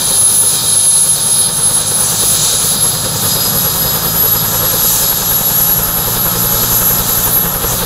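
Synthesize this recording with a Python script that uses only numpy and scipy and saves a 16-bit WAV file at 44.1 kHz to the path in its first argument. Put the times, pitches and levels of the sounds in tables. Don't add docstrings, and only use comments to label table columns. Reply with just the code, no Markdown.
import sys
import numpy as np
from scipy import signal
from scipy.fft import rfft, irfft, next_fast_len
from scipy.io import wavfile
from scipy.ndimage import uniform_filter1d, minimum_filter1d

SR = 44100
rng = np.random.default_rng(int(sys.argv[2]) if len(sys.argv) > 2 else 0)


def generate_wav(signal):
    frames = np.transpose(np.atleast_2d(signal))
    scaled = np.clip(frames, -1, 1) * 32767
    pcm = np.round(scaled).astype(np.int16)
    wavfile.write(sys.argv[1], SR, pcm)


N = 346185
T = np.arange(N) / SR


# t/s, f/Hz
BLADE_RATE = [(0, 9.332), (1, 9.414), (2, 9.534), (3, 9.79), (4, 10.104), (5, 10.4), (6, 10.644),
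              (7, 10.89), (7.85, 11.09)]
def rotor_drive():
    hz, = curves(BLADE_RATE)
    return turns(hz), zero_to_one(hz)


# f/Hz, relative level/dB
CRACK_EQ = [(200, -26), (480, -16), (650, -7), (900, 9), (1250, -13), (1600, 6), (2000, -11.5), (2600, -6),
            (3500, -8), (6000, -38)]
def blade_thump(blade, speed):
    level_db = -55 + 27.5 * speed ** .48
    crack_db = .6 * level_db - 7 + 2 * walk(11)
    crack_envelope = bell(offset(blade, .04), .06) * undb(crack_db)
    phase = offset(blade, .09)
    pulse = unit(np.sin(2 * np.pi * 3.7 * phase) * bell(phase, .072))
    thump = pulse * undb(level_db + 1.5 * walk(11))
    return thump + turbulence(CRACK_EQ) * crack_envelope


# f/Hz, relative level/dB
SWISH_EQ = [(150, 1.5), (300, -9.5), (410, 1), (480, 4), (570, 2.5), (660, -29), (850, -6.5), (1100, -5),
            (1600, -13), (2100, -21.5), (5000, -32)]
# t/s, level/dB
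WAKE_SLAPS = [(.112, -20), (1.715, -25), (1.92, -27), (2.235, -20), (3.06, -23), (3.16, -22), (3.56, -22),
              (3.66, -27), (4.06, -24), (4.25, -28), (4.85, -17), (5.8, -31), (6.17, -28), (6.27, -26),
              (6.73, -37), (7.645, -14)]
# t/s, swish level/dB, tail rotor level/dB
ROTOR_LOAD = [(0, -32.5, -35.5), (.8, -35.5, -39), (2, -31.5, -35.5), (3.5, -29, -35.5), (4.0, -30, -28),
              (4.6, -26.5, -33), (5.3, -31, -34.5), (6.3, -26.5, -30), (6.9, -30.5, -30.5), (7.6, -28, -33),
              (7.85, -31, -29)]
def blade_swish(blade):
    swish_db, _ = curves(ROTOR_LOAD)
    swell = bell(offset(blade, .095), width=.14) * undb(1.5 * walk(14))
    sweep = unit(.25 + swell) * undb(swish_db)
    slaps = sum(undb(db) * bell(T - at, width=.0044) for at, db in WAKE_SLAPS)
    return turbulence(SWISH_EQ) * np.hypot(sweep, slaps)


# multiple of the tail blade rate, relative level/dB
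TAIL_HARMONICS = [(1, -3.5), (2, 1.5), (3, 0.5), (4, -7), (5, -16), (6, -18)]
def tail_rotor(blade):
    _, tail_db = curves(ROTOR_LOAD)
    cycles = 5.394 * blade + .022 * walk(10)
    hum = sum(undb(db) * tone(k * cycles, fade_db=2, fade_hz=10) for k, db in TAIL_HARMONICS)
    return hum * undb(tail_db)


# t/s, f/Hz
WHINE_PITCH = [(0.0, 10555), (0.3, 10569), (1.0, 10594), (1.55, 10610), (1.85, 10647), (2.15, 10733),
               (2.45, 10861), (3.05, 11178), (3.35, 11290), (3.65, 11364), (4.0, 11433), (4.6, 11505),
               (5.4, 11576), (6.2, 11622), (6.9, 11649), (7.25, 11677), (7.5, 11629), (7.85, 11489)]
COMPRESSOR_BLADES = 18
def turbine_drive():
    hz, = curves(WHINE_PITCH)
    return turns(hz), zero_to_one(hz)


# t/s, relative level/dB
WHINE_RIDE = [(0.0, -21), (0.23, -8), (0.65, -17), (0.73, -9), (1.43, -13.5), (1.5, -16.5), (1.68, -12),
              (2.08, -16.5), (2.27, -13.5), (2.75, -18.5), (2.85, -12.5), (2.95, -22), (3.68, -16.5),
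              (4.1, -21), (4.28, -7.5), (4.4, -18.5), (5.65, -12.5), (5.93, -20.5), (6.88, -13.5),
              (6.98, -20.0), (7.43, -12.5), (7.62, -26.5), (7.7, -15), (7.85, -26)]
# multiple of the shaft rate, level at idle/dB
SHAFT_PARTIALS = [(6, -46), (9, -45), (12, -46), (17, -38), (19, -41)]
def compressor(spool, speed, flutter):
    ride_db, = curves(WHINE_RIDE)
    cycles = spool + (.04 + .05 * speed) * walk(45)
    shimmer = unit(1 + .3 * np.tanh(walk(110)))
    whine = unit(np.sin(2 * np.pi * cycles)) * shimmer
    halo = undb(-12.5 + 5 * speed) * smeared(cycles + 70 * T, width_hz=340)
    shaft = cycles / COMPRESSOR_BLADES
    partials = sum(undb(db) * smeared(k * shaft, width_hz=8 + 2.6 * k) for k, db in SHAFT_PARTIALS)
    stirred = 1 - .28 * (1 - speed)
    duck_db = stirred * (1.5 * dips(flutter) + 6 * dips(walk(34)))
    return (whine + halo) * undb(ride_db + 3.5 + duck_db) + partials * undb(3.2 * speed)


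# f/Hz, relative level/dB
RUSH_EQ = [(1900, -52), (2200, -27), (2400, -7.5), (2800, -44), (3170, -0.5), (3350, -6), (3820, 6.5),
           (4100, 2), (4350, 3), (4700, -0.5), (5150, 4), (5400, -33), (6200, -32), (8000, -48)]
HISS_EQ = [(3000, -8), (4500, -38), (5200, -19), (5380, -4), (5580, -5), (5800, 0), (6250, 3.5),
           (6500, 3.5), (7200, 4), (7650, 1), (8100, 2), (8500, -4.5), (9200, -7), (12000, -38)]
SIZZLE_EQ = [(8500, -22), (9300, -10), (9900, -1), (10400, 3), (11000, 3), (11800, 0), (12500, -4),
             (13100, -2), (13700, 0), (14300, -1), (15000, -3.5), (15700, -8)]
# t/s, relative level/dB
RUSH_RIDE = [(0.0, -21.5), (0.43, -25), (0.62, -20), (0.88, -23.5), (1.45, -22), (1.53, -26), (2.0, -25),
             (2.45, -19.5), (3.0, -26), (3.33, -23), (4.28, -28), (4.9, -23.5), (5.88, -29.5), (6.75, -25),
             (6.83, -30.5), (7.08, -24), (7.48, -33), (7.85, -24)]
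# t/s, relative hiss level/dB, relative sizzle level/dB
TREBLE_RIDE = [(0.0, -21, -26), (0.4, -22.5, -22), (0.5, -21, -26.5), (1.23, -24.0, -28.0),
               (1.33, -21.5, -25.0), (1.48, -27.5, -27.5), (2.08, -21, -25), (2.33, -20, -22),
               (2.43, -17.5, -26), (2.75, -21.0, -23), (3.12, -24.0, -29), (3.33, -20.0, -22),
               (4.0, -24.5, -26.0), (4.8, -21.0, -24.5), (4.93, -16.5, -19.5), (5.08, -22, -24),
               (5.6, -20.5, -24.0), (5.95, -26.5, -27), (6.83, -19.5, -22), (6.98, -23, -25.5),
               (7.23, -20.5, -21.5), (7.58, -28.0, -29.0), (7.7, -19.5, -26), (7.85, -26, -26.0)]
FLUTTER_HZ = 26
def intake(blade, flutter):
    rush_db, = curves(RUSH_RIDE)
    hiss_db, sizzle_db = curves(TREBLE_RIDE)
    rush = turbulence(RUSH_EQ) * undb(rush_db + 1 + .82 * walk(FLUTTER_HZ))
    hiss = turbulence(HISS_EQ) * undb(hiss_db + .17 + walk(FLUTTER_HZ))
    chop_db = 1.5 * np.cos(2 * np.pi * blade)
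    sizzle = turbulence(SIZZLE_EQ) * undb(sizzle_db + 5 - 1.5 * flutter + chop_db)
    return rush + hiss + sizzle


# f/Hz, relative level/dB
RUMBLE_EQ = [(15, -26), (40, -19), (75, -8), (100, -2.5), (150, 3), (190, -1.5), (250, -13), (330, -25.5),
             (600, -22)]
ROAR_EQ = [(200, -3), (330, -3), (480, 1), (660, -1.5), (850, 2), (1050, -2), (1350, 1), (1550, -5.5),
           (1780, -4), (1950, -14), (2200, -14.5), (2600, -13.5), (3500, -6), (6000, -63)]
# t/s, relative rumble level/dB, relative roar level/dB
EXHAUST_RIDE = [(0.0, -23.5, -26.5), (0.4, -29.5, -29), (0.65, -26, -28), (0.9, -35, -32), (1.1, -28, -30),
                (2.15, -25.5, -26.5), (2.9, -23, -27.5), (3.25, -19, -25.5), (4.15, -25, -25.0),
                (4.35, -28, -26), (4.53, -22.5, -23.5), (5.1, -27.0, -26.5), (6.55, -23.5, -24.0),
                (7.85, -23.5, -24)]
def exhaust(blade):
    rumble_db, roar_db = curves(EXHAUST_RIDE)
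    throb = np.cos(2 * np.pi * offset(blade, .9))
    rumble = turbulence(RUMBLE_EQ) * undb(rumble_db - 3 + throb)
    roar = turbulence(ROAR_EQ) * undb(roar_db + 1 + .57 * throb + .49 * walk(25))
    return rumble + roar


# t/s, level/dB
WHISTLE_RIDE = [(0, -42), (2.6, -34), (3.1, -28.5), (3.4, -23.3), (3.9, -26), (4.3, -32.5), (4.95, -30),
                (5.6, -35), (6.0, -35), (6.35, -34), (6.8, -35), (7.5, -43), (7.85, -35)]
def duct_whistles(spool):
    rising_db, = curves(WHISTLE_RIDE)
    rising = smeared(.4394 * spool, width_hz=125) + undb(-11) * smeared(.378 * spool, width_hz=70)
    rising = unit(rising * undb(2.2 * walk(30)))
    idle = smeared(6180 * T, width_hz=90) + undb(-9) * smeared(5170 * T, width_hz=90)
    idle_db = np.interp(T, [0, 2.5, 3.2], [-31, -31, -50])
    return rising * undb(rising_db) + idle * undb(idle_db)


# t/s, main transmission level/dB, turbine gear level/dB
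GEAR_RIDE = [(0, -54, -50), (2, -50, -44), (4.2, -47, -41), (4.7, -37.5, -39), (5.4, -40.5, -40),
             (6.3, -46, -35), (7.2, -50, -34), (7.85, -48, -37)]
def gearbox(blade, spool):
    main_db, turbine_db = curves(GEAR_RIDE)
    shaft = spool / COMPRESSOR_BLADES
    main = tone(160.86 * blade + .15 * walk(25), fade_db=2.5, fade_hz=30)
    turbine = tone(2 * shaft + .1 * walk(30), fade_db=3, fade_hz=30)
    return main * undb(main_db) + turbine * undb(turbine_db)


def undb(db):
    return 10 ** (np.asarray(db) / 20)


def unit(x):
    return x / np.sqrt(np.mean(x ** 2))


def zero_to_one(x):
    return (x - x.min()) / np.ptp(x)


def curves(table):
    times, *columns = np.transpose(table)
    return [np.interp(T, times, column) for column in columns]


def turns(hz):
    return np.cumsum(hz) / SR


def offset(blade, moment):
    return (blade - moment + .5) % 1 - .5


def bell(x, width):
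    return np.exp(-.5 * (x / width) ** 2)


def walk(hz):
    hold = int(SR / hz)
    steps = np.repeat(rng.standard_normal(N // hold + 1), hold)
    return 1.54 * uniform_filter1d(uniform_filter1d(steps, hold), hold)[:N]


def dips(wander):
    return -np.logaddexp(0, 2 * wander) / 2


def turbulence(eq):
    hz, db = np.transpose(eq)
    size = next_fast_len(N)
    f = np.maximum(np.arange(size // 2 + 1) * SR / size, 1)
    octaves_outside = np.abs(np.log2(f / np.clip(f, hz[0], hz[-1])))
    gain = undb(np.interp(np.log(f), np.log(hz), db) - 20 * octaves_outside)
    return unit(irfft(rfft(rng.standard_normal(size)) * gain, size)[:N])


def smeared(cycles, width_hz):
    lowpass = signal.butter(2, width_hz / 2, fs=SR, output="sos")
    blur = signal.sosfilt(lowpass, rng.standard_normal((2, N)))
    return unit(blur[0] * np.cos(2 * np.pi * cycles) + blur[1] * np.sin(2 * np.pi * cycles))


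def tone(cycles, fade_db, fade_hz):
    return unit(np.sin(2 * np.pi * cycles) * undb(fade_db * walk(fade_hz)))


def scene():
    blade, rotor_speed = rotor_drive()
    spool, turbine_speed = turbine_drive()
    flutter = walk(FLUTTER_HZ)
    rotors = blade_swish(blade) + blade_thump(blade, rotor_speed) + tail_rotor(blade)
    gears = gearbox(blade, spool)
    engine = exhaust(blade) + compressor(spool, turbine_speed, flutter)
    airflow = intake(blade, flutter) + duct_whistles(spool)
    return np.tile(rotors + gears + engine + airflow, (2, 1))


def record(dry):
    headroom = np.minimum(1, .87 / (np.abs(dry[0]) + 1e-9))
    gain = uniform_filter1d(minimum_filter1d(headroom, size=200), size=200)
    high_cut = signal.ellip(10, .2, 80, 15600, fs=SR, output="sos")
    return signal.sosfilt(high_cut, dry * gain)


dry = scene()
out = record(dry)
generate_wav(out)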